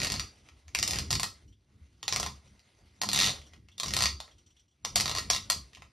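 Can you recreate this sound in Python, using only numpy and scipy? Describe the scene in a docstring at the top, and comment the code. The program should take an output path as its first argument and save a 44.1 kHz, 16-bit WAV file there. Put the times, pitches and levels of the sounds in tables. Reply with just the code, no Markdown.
"""In a small hard room, a cloth-wrapped wooden rod is pushed and twisted inside a steel cylinder on a padded bench.
The tight cloth sticks and slips in sharp snaps, noise bursts that ring the modes of the cylinder. Cloth and
sleeves rustle as grainy noise, the bench rumbles under the hands in wavering modes and filtered noise, and
loose steel parts tinkle faintly as decaying sines. A close pair of microphone ports listens from above."""
import sys
import numpy as np
from scipy import signal
from scipy.fft import rfft, irfft, next_fast_len
from scipy.io import wavfile
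from scipy.ndimage import uniform_filter1d, map_coordinates

SR = 44100
rng = np.random.default_rng(int(sys.argv[2]) if len(sys.argv) > 2 else 0)


def log_audio(samples):
    """Write samples as a 16-bit WAV file to the path given in sys.argv[1]."""
    # one column per channel
    frames = np.atleast_2d(samples).T
    # limit to full scale, then quantise
    limited = np.clip(frames, -1, 1)
    pcm = np.round(limited * 32767).astype(np.int16)
    wavfile.write(sys.argv[1], SR, pcm)


def volts_from_decibels(level):
    """Turn decibel levels (scalar or array-like) into linear amplitude factors."""
    exponent = np.asarray(level, float) / 20
    return 10 ** exponent


N = 261072  # samples

# single slips of the cloth plug, a few followed by a strong echo: start_s, level_db, air_cavity_hz
SINGLE_SLIPS = [(0.0695, -22.5, 4350), (0.196, -20.5, 4660), (0.8767, -19.5, 5240), (0.9863, -20, 5100),
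                (1.1058, -18, 4670), (1.112, -19.5, 4750), (1.1283, -16, 4700), (1.153, -19.5, 4860),
                (1.1971, -21.5, 4540), (1.2317, -18.5, 4600), (2.0293, -28, 3130), (2.08, -16, 3830),
                (2.1248, -16.5, 5500), (2.134, -26, 5970), (2.1608, -18, 4870), (2.1985, -20.5, 5700),
                (2.2294, -22, 2950), (2.2625, -23, 2840), (3.016, -18, 4600), (3.0341, -23, 5070),
                (3.0887, -18, 4200), (3.1152, -24.5, 4300), (3.7807, -33.5, 3630), (3.799, -20, 3640),
                (3.833, -21, 4160), (3.9366, -18, 4210), (3.966, -15.5, 4150), (3.989, -20.5, 5100),
                (4.0567, -13, 4670), (4.2023, -29.5, 3800), (4.849, -19.5, 5780), (4.958, -12.5, 4650),
                (4.964, -18, 4600), (4.9778, -20.5, 4490), (4.9995, -17.5, 4560), (5.008, -18.5, 5200),
                (5.0572, -19, 4300), (5.3008, -10, 5460), (5.3054, -27.5, 5540), (5.5001, -13, 4230),
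                (5.52, -20.5, 4900)]
# judders, slips at a nearly even pace: first_s, last_s, first_db, last_db, air_cavity_hz
JUDDERS = [(0.0015, 0.047, -23, -21.5, 4500), (0.101, 0.1603, -19.5, -27.5, 4660),
           (0.749, 0.8274, -19, -16, 5200), (0.9089, 0.9576, -20, -26, 5150),
           (3.1319, 3.1895, -18, -14.5, 3820), (3.2008, 3.303, -14.5, -25.5, 3750),
           (3.86, 3.906, -24.5, -26, 5450), (4.0054, 4.037, -15, -16, 4550),
           (5.0787, 5.1123, -21, -24, 3980), (5.1503, 5.1844, -23, -21.5, 4450),
           (5.332, 5.363, -20, -22.5, 3920)]
# number of slips in each judder
JUDDER_COUNTS = [4, 4, 3, 3, 5, 11, 3, 3, 3, 4, 3]
# slip colour in each stroke: from_s, knock_db (near 1 kHz), body_db (near 2.3 kHz), edge_db (near 9.5 kHz)
STROKE_COLOURS = [(-.1, -15, -4.5, -14), (.6, -10, 2, -10.5), (.77, -19, -5.5, -18), (.85, -18.5, -6, -10),
                  (1.05, -14.5, -9, -13), (1.18, -11.5, -6.5, -11.5), (1.9, -10, -6.5, -17),
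                  (2.1, -10, -4.5, -16), (2.18, -5.5, -11.5, -14.5), (2.9, -4.5, -6.5, -10.5),
                  (3.06, -8, -9.5, -14), (3.1, -13.5, -7.5, -13.5), (3.195, -15, -6.5, -15.5),
                  (3.7, -13.5, -9, -13.5), (3.98, -10.5, -6, -12.5), (4.15, -3, -11, -13),
                  (4.7, -10, -7.5, -15), (4.9, -11, -7.5, -11), (5.03, -7, -8, -13),
                  (5.25, -11.5, -11, -14.5), (5.45, -11.5, -10.5, -14.5)]
# soft taps of the rod between strokes: start_s, level_db, air_cavity_hz, knock_db (near 1 kHz)
ROD_TAPS = [(0.4873, -46.5, 2800, -4), (0.6806, -45, 6500, -10), (2.5934, -52.5, 4330, -26),
            (3.415, -47.5, 3310, -15), (3.5349, -46.5, 3070, -3), (3.686, -50.5, 2910, -10.5),
            (4.2785, -53.5, 2730, 4), (5.7324, -47.5, 3330, -9), (5.7491, -40.5, 3150, -27),
            (5.771, -48.5, 2960, 0.5), (5.8207, -43, 2680, -0.5)]


def contacts():
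    """Stick-slip friction: all slips, strong echoes and taps as (s, level dB, cavity Hz, knock, body, edge dB)."""
    scatter_s, scatter_db, colour_scatter_db = 0.0006, 1.1, 2.5
    fade_power = 2.3  # the level of a judder changes late
    tap_body_db, tap_edge_db = 0, -15.5
    slips = list(SINGLE_SLIPS)
    for (first, last, first_db, last_db, cavity_hz), count in zip(JUDDERS, JUDDER_COUNTS):
        progress = np.linspace(0, 1, count)
        shift, louder = rng.standard_normal((2, count))
        times = np.abs(first + (last - first) * progress + scatter_s * shift)
        levels = first_db + (last_db - first_db) * progress ** fade_power + scatter_db * louder
        slips += zip(times, levels, np.full(count, cavity_hz))
    slips, strokes = np.array(slips), np.array(STROKE_COLOURS)
    stroke = np.searchsorted(strokes[:, 0], slips[:, 0]) - 1
    colour = strokes[stroke, 1:] + rng.normal(0, colour_scatter_db, (len(slips), 3))
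    taps = [(*tap, tap_body_db, tap_edge_db) for tap in ROD_TAPS]
    return np.vstack([np.hstack([slips, colour]), taps])


# colour common to all snaps and taps: frequency_hz, level_db
SNAP_COLOUR = [(150, -35.5), (450, -15.5), (750, -9), (1000, -14.5), (1300, -13.5), (1550, -20.5),
               (1900, -10), (2400, -14), (3100, -19), (4500, -18), (6600, -19.5), (7000, -14),
               (9500, -16.5), (12500, -17.5), (14500, -47.5)]
# resonances of the steel cylinder: mode_hz, width_hz, level_db
CYLINDER_MODES = [(1046, 64, 7), (1190, 190, 0), (1270, 10, -2.5), (1320, 8.3, 5), (1878, 48, 0),
                  (2750, 240, -7.5), (3620, 41, -4.5), (4220, 30, -4), (4364, 56, -5.5), (4740, 7.7, 2.5),
                  (4900, 280, -13), (5783, 32, 3)]


def resonance(f, centre_hz, width_hz):
    """Damped resonator: the complex response of one mode, 1 at its centre."""
    return 1j * f * width_hz / (centre_hz ** 2 - f * f + 1j * f * width_hz)


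def snaps():
    """Impulsive excitation of modes: each burst of a few ms rings cylinder and air cavity at new strengths."""
    s, db, cavity_hz, knock_db, body_db, edge_db = contacts().T
    size = 4096
    t, f = np.arange(size) / SR, np.fft.rfftfreq(size, 1 / SR)
    envelope = (1 - np.exp(-t / 0.00067)) * volts_from_decibels(-60 * t / 0.0072)  # rise time and t60 in s
    burst = rfft(rng.standard_normal((len(s), size)) * envelope)
    # a slip drives all bands alike, so the chance tilt of each burst is taken out
    power = np.abs(uniform_filter1d(np.abs(burst) ** 2, size=70))
    uneven_db = 10 * np.log10(power / size + 1e-12)
    colour = [along([(1000, knock), (2300, body), (3400, 0.007), (6600, 0.001), (7100, edge)], f)
              for knock, body, edge in zip(knock_db, body_db, edge_db)]
    strength = volts_from_decibels(rng.normal(0, 0.98, (len(s), len(CYLINDER_MODES))))
    modes = np.array([volts_from_decibels(g) * resonance(f, hz, width) for hz, width, g in CYLINDER_MODES])
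    cavity = volts_from_decibels(1.5) * resonance(f, cavity_hz[:, None], 700)  # air trapped beside the plug
    shape = causal(colour + along(SNAP_COLOUR, f) - uneven_db)
    shape = shape * (1 + strength @ modes) * (1 + cavity)
    return heard(irfft(burst * shape) * volts_from_decibels(db)[:, None], s, wet_db=-2.0)


# frequency weighting of the rustle: frequency_hz, density_db (per Hz)
RUSTLE_COLOUR = [(200, -7.5), (600, -8), (1400, -14), (1800, -15), (2030, -7.5), (2300, -11.5), (4200, -13),
                 (6400, -15.5), (7000, -26.5), (11000, -23.5), (13500, -47.5)]
# the cloth rubs along under and between the snaps: from_s, to_s, level_db
CLOTH_RUBS = [(-.05, .12, -41.5), (.89, .97, -41.5), (2.17, 2.2, -48), (3.17, 3.3, -42.5), (3.93, 4.0, -48),
              (5.0, 5.01, -46.5), (5.17, 5.2, -47.5)]
# faint rustle of sleeves and paper throughout: time_s, level_db
SLEEVES = [(0, -58), (.48, -67.5), (.74, -72.5), (1.32, -64.5), (1.55, -81.5), (1.78, -73.5), (2.09, -78),
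           (2.36, -69), (3.05, -70.5), (3.53, -71.5), (3.7, -78.5), (4.29, -68), (4.71, -84), (4.9, -77),
           (5.43, -65), (5.52, -60.5), (5.8, -68), (5.92, -74.5)]


def rustle():
    """Friction noise: fibres on steel and sleeves on paper make grainy, patchy noise, unalike in two paths."""
    z = signal.stft(rng.standard_normal((2, N)), nperseg=512)[2]
    field = uniform_filter1d(rng.standard_normal(z.shape[1:]), size=8, axis=0)
    field = uniform_filter1d(field, size=10, axis=1)
    patchy = signal.istft(z * volts_from_decibels(2.0 * field / field.std()), nperseg=512)[1][:, :N]
    grain = patchy * volts_from_decibels(1.2 * wobble(400) + 1.8 * wobble(30))
    coloured = unit(filtered(grain, lambda hz: volts_from_decibels(along(RUSTLE_COLOUR, hz))))
    level = volts_from_decibels(curve(SLEEVES)) + swells(CLOTH_RUBS, rise=230, fall=165)
    return level * coloured


# modes of the bench, lowest first: mode_hz, level_db
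BENCH_MODES = [(69, 0), (97, -4.5), (137, -8.5), (202, -9)]
# the hands push on the bench: from_s, to_s, level_db
PUSHES = [(-.05, .18, -41), (.8, .82, -41), (.95, 1.02, -38), (1.14, 1.16, -35), (1.74, 1.76, -58),
          (2.14, 2.2, -41.5), (2.27, 2.29, -49), (2.51, 2.53, -60), (3.06, 3.3, -41), (3.58, 3.6, -55),
          (3.86, 4.05, -41), (4.87, 4.89, -53), (4.98, 5.0, -38.5), (5.05, 5.38, -46.5), (5.51, 5.57, -48),
          (5.79, 5.81, -61.5)]
# the bench rocks in its lowest mode: from_s, to_s, level_db
ROCKS = [(.18, .23, -46), (.52, .54, -65.5), (.66, .68, -54), (.8, .82, -48), (.93, .95, -42.5),
         (1.02, 1.18, -40), (1.36, 1.5, -58), (1.82, 1.84, -54), (2.22, 2.27, -39.5), (2.36, 2.4, -61),
         (2.51, 2.53, -57.5), (3.1, 3.28, -59), (3.39, 3.42, -49), (3.59, 3.66, -56), (3.9, 4.13, -40),
         (4.92, 4.94, -56), (5.04, 5.38, -45.5), (5.56, 5.62, -42.5), (5.79, 5.81, -58)]
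# frequency weighting of the rumble under a push: frequency_hz, density_db (per Hz)
RUMBLE_COLOUR = [(15, -25), (35, 5.5), (60, -2), (200, -5.5), (310, -14), (450, -18.5), (650, -52.5)]
# frequency weighting of the murmur under resting hands: frequency_hz, density_db (per Hz)
MURMUR_COLOUR = [(20, -27), (45, -3), (70, -0.5), (110, -5), (170, -16), (330, -17.5), (450, -29.5),
                 (650, -58)]
# level of the murmur before its lumps: time_s, level_db
RESTING = [(0, -60), (.5, -60.5), (.62, -57.5), (1.4, -59), (1.68, -72), (2.0, -63.5), (2.45, -72),
           (3.0, -63), (3.7, -62.5), (4.3, -61.5), (4.8, -69.5), (5.7, -68), (5.92, -66.5)]


def bench():
    """Forced vibration: pushes drive wavering modes and a dull rumble, over a lumpy murmur throughout."""
    t = np.arange(N) / SR
    sway = [volts_from_decibels(db + 3.8 * wobble(22)) * np.sin(2 * np.pi * hz * t + 1.35 * wobble(13))
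            for hz, db in BENCH_MODES]
    rumble, murmur = (unit(filtered(rng.standard_normal((2, N)), lambda hz: volts_from_decibels(along(colour, hz))))
                      for colour in (RUMBLE_COLOUR, MURMUR_COLOUR))
    rocked = swells(ROCKS, rise=480, fall=220) * sway[0]
    pushed = swells(PUSHES, rise=320, fall=158) * (sum(sway[1:]) + 0.72 * rumble)
    resting = volts_from_decibels(curve(RESTING) + 4.5 * wobble(14)) * murmur  # lumps: dB, knots per s
    return rocked + pushed + resting


# loose parts touched: start_s, level_db, second_part_share (0-1)
TINKLES = [(1.478, -64.5, 0.02), (1.524, -60.5, 0.8), (2.475, -63, 0.08), (3.415, -59.5, 0.82),
           (3.465, -54.5, 0.23), (3.535, -69.5, 0.4), (3.715, -54.5, 0.75), (4.31, -55, 0.6),
           (4.381, -58, 0.33), (4.462, -59, 0.25), (4.503, -60.5, 0.4), (4.565, -56.5, .7),
           (4.593, -58.5, 0.4), (4.68, -68.5, 0.3), (4.71, -68, 0.5)]
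# modes of the two loose parts: mode_hz, level_db, t60_s, part (0 or 1)
PART_MODES = [(3020, -3, .1, 0), (4310, -7, .08, 0), (5760, 0, .13, 0), (7380, -14, .08, 0),
              (3330, 0, .12, 1)]


def tinkles():
    """Free vibration: two nudged steel parts ring in decaying modes, their pitch blurred by chatter."""
    s, db, share = np.transpose(TINKLES)
    share, t = np.clip(share, 0, 1), np.arange(SR // 8) / SR
    chatter = 0.16 * np.cumsum(rng.standard_normal((len(s), len(t))), axis=1)  # phase, rad
    ring = np.zeros(chatter.shape)
    for hz, mode_db, t60, part in PART_MODES:
        part_gain = np.where(part > 0.5, share, 1 - share)[:, None]
        ring += part_gain * volts_from_decibels(mode_db - 60 * t / t60) * np.sin(2 * np.pi * hz * t + chatter)
    ring *= 1 - np.exp(-t / 0.0017)
    tick = uniform_filter1d(rng.standard_normal(ring.shape), size=4) * 0.33 * volts_from_decibels(-60 * t / 0.013)
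    return heard((ring + tick) * volts_from_decibels(db)[:, None], s, wet_db=-10.0)


# reverberation time of the room: frequency_hz, t60_s
ROOM_DECAY = [(150, 0.49), (800, 0.14), (1100, 0.29), (1500, 0.18), (5000, 0.26), (12000, 0.21)]
# early echoes from the walls: delay_s, level_db (against the direct sound)
WALL_ECHOES = [(.0028, -19.5), (.0068, -10), (.0085, -32), (0.0097, -11), (0.019, -26)]


def heard(sounds, times, wet_db):
    """Room response: each sound gets echoes and a decaying diffuse tail, along two unrelated paths."""
    count, size = len(times), 1 << 14
    hz, t, z = signal.stft(rng.standard_normal((count, 2, size)), SR, nperseg=256)
    decay = volts_from_decibels(-60 * t / along(ROOM_DECAY, hz)[:, None])
    tail = signal.istft(z * decay, SR, nperseg=256)[1][..., :size]
    tail *= 1 - np.exp(-(np.arange(size) / SR / 0.002) ** 2)  # the room needs a few ms to answer
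    tail *= volts_from_decibels(wet_db) / np.linalg.norm(tail, axis=-1, keepdims=True)
    for s, db in WALL_ECHOES:
        tail[..., round(s * SR)] += volts_from_decibels(db + rng.normal(0, 0.51, (count, 2)))
    tail[..., 0] = 1  # the direct sound
    wet = signal.fftconvolve(sounds[:, None], tail, axes=2)
    out = np.zeros((2, N + wet.shape[2]))
    for s, both in zip(times, wet):
        out[:, round(s * SR):][:, :wet.shape[2]] += both
    return out[:, :N]


def unit(x):
    """Normalisation to an rms of 1."""
    return x / np.sqrt(np.mean(x ** 2, axis=-1, keepdims=True) + 1e-20)


def along(points, hz):
    """Interpolation on a log frequency axis of (Hz, value, ..) points, one row per value."""
    f, *cols = np.transpose(points)
    return np.squeeze([np.interp(np.log(hz + 1), np.log(f + 1), c) for c in cols])


def curve(rows):
    """Linear interpolation in time: one value per sample for each column after the time."""
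    s, *cols = np.transpose(rows)
    return np.squeeze([np.interp(np.arange(N) / SR, s, c) for c in cols])


def swells(rows, rise, fall):
    """Exponential growth and decay: gain of (from s, to s, dB) holds, rise and fall in dB per s."""
    t = np.arange(N) / SR
    return sum(volts_from_decibels(db - rise * np.maximum(start - t, 0) - fall * np.maximum(t - end, 0))
               for start, end, db in rows)


def wobble(rate):
    """Band-limited random modulation: a smooth curve through rate random knots a second."""
    return map_coordinates(rng.standard_normal(int(N * rate / SR) + 4), [np.arange(N) * rate / SR])


def filtered(x, response):
    """Linear filtering: the spectrum of x times a complex response of frequency."""
    m = next_fast_len(N + SR // 4)
    return irfft(rfft(x, m) * response(np.fft.rfftfreq(m, 1 / SR)), m)[..., :N]


def causal(db):
    """Minimum phase: folding the cepstrum gives the causal response with these levels."""
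    cepstrum = irfft(db * np.log(10) / 20)
    half = cepstrum.shape[-1] // 2
    cepstrum[..., 1:half] *= 2
    cepstrum[..., half + 1:] = 0
    return np.exp(rfft(cepstrum))


# side against mid of the port pair: frequency_hz, level_db, share_alike (0-1), turn_rad
PORT_SPREAD = [(60, -32.5, 0, 9), (550, -9.5, .2, 1), (1100, -7, .25, 2.6), (1550, 1.5, .3, 1),
               (2440, -18, .1, 6), (3100, -12.5, .45, 0), (4000, -28, 0.14, 10), (6100, -32.5, 0.3, -4),
               (6730, 5.5, .85, 3), (7400, 11.5, .85, 0.9), (8600, 4, .8, 1.84), (10200, -6.5, .6, 1.5),
               (10800, -17, 0, -7.5), (11300, -15, 0.06, -10.5), (11900, -15, .55, -1.2),
               (13000, 6, .6, -1.5)]


def scene():
    """Interchannel coherence: side is partly the phase-turned mid, partly sound from another path."""
    mid, other = snaps() + tinkles() + rustle() + bench()

    def ports(hz):
        """Partial coherence: responses for the alike and the unrelated part of the side."""
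        db, share, turn = along(PORT_SPREAD, hz)
        share = np.clip(share, 0, 1)
        return volts_from_decibels(db) * np.array([np.sqrt(share) * np.exp(1j * turn), np.sqrt(1 - share)])

    late = np.roll(other, 40)  # samples
    side = filtered(np.array([mid, late]), ports).sum(axis=0)
    return np.array([mid + side, mid - side])


def low_pass(x):
    """Removes everything above the highest recorded frequency."""
    return signal.sosfilt(signal.butter(12, 13510, fs=SR, output="sos"), x)


def record(dry):
    """High-pass response: the microphone drops the deepest bass, steeply below about 42 Hz."""
    mix = filtered(dry, lambda hz: 1 / (1 + (42 / (hz + 1)) ** 6))
    return low_pass(mix)


dry = scene()
out = record(dry)
log_audio(out)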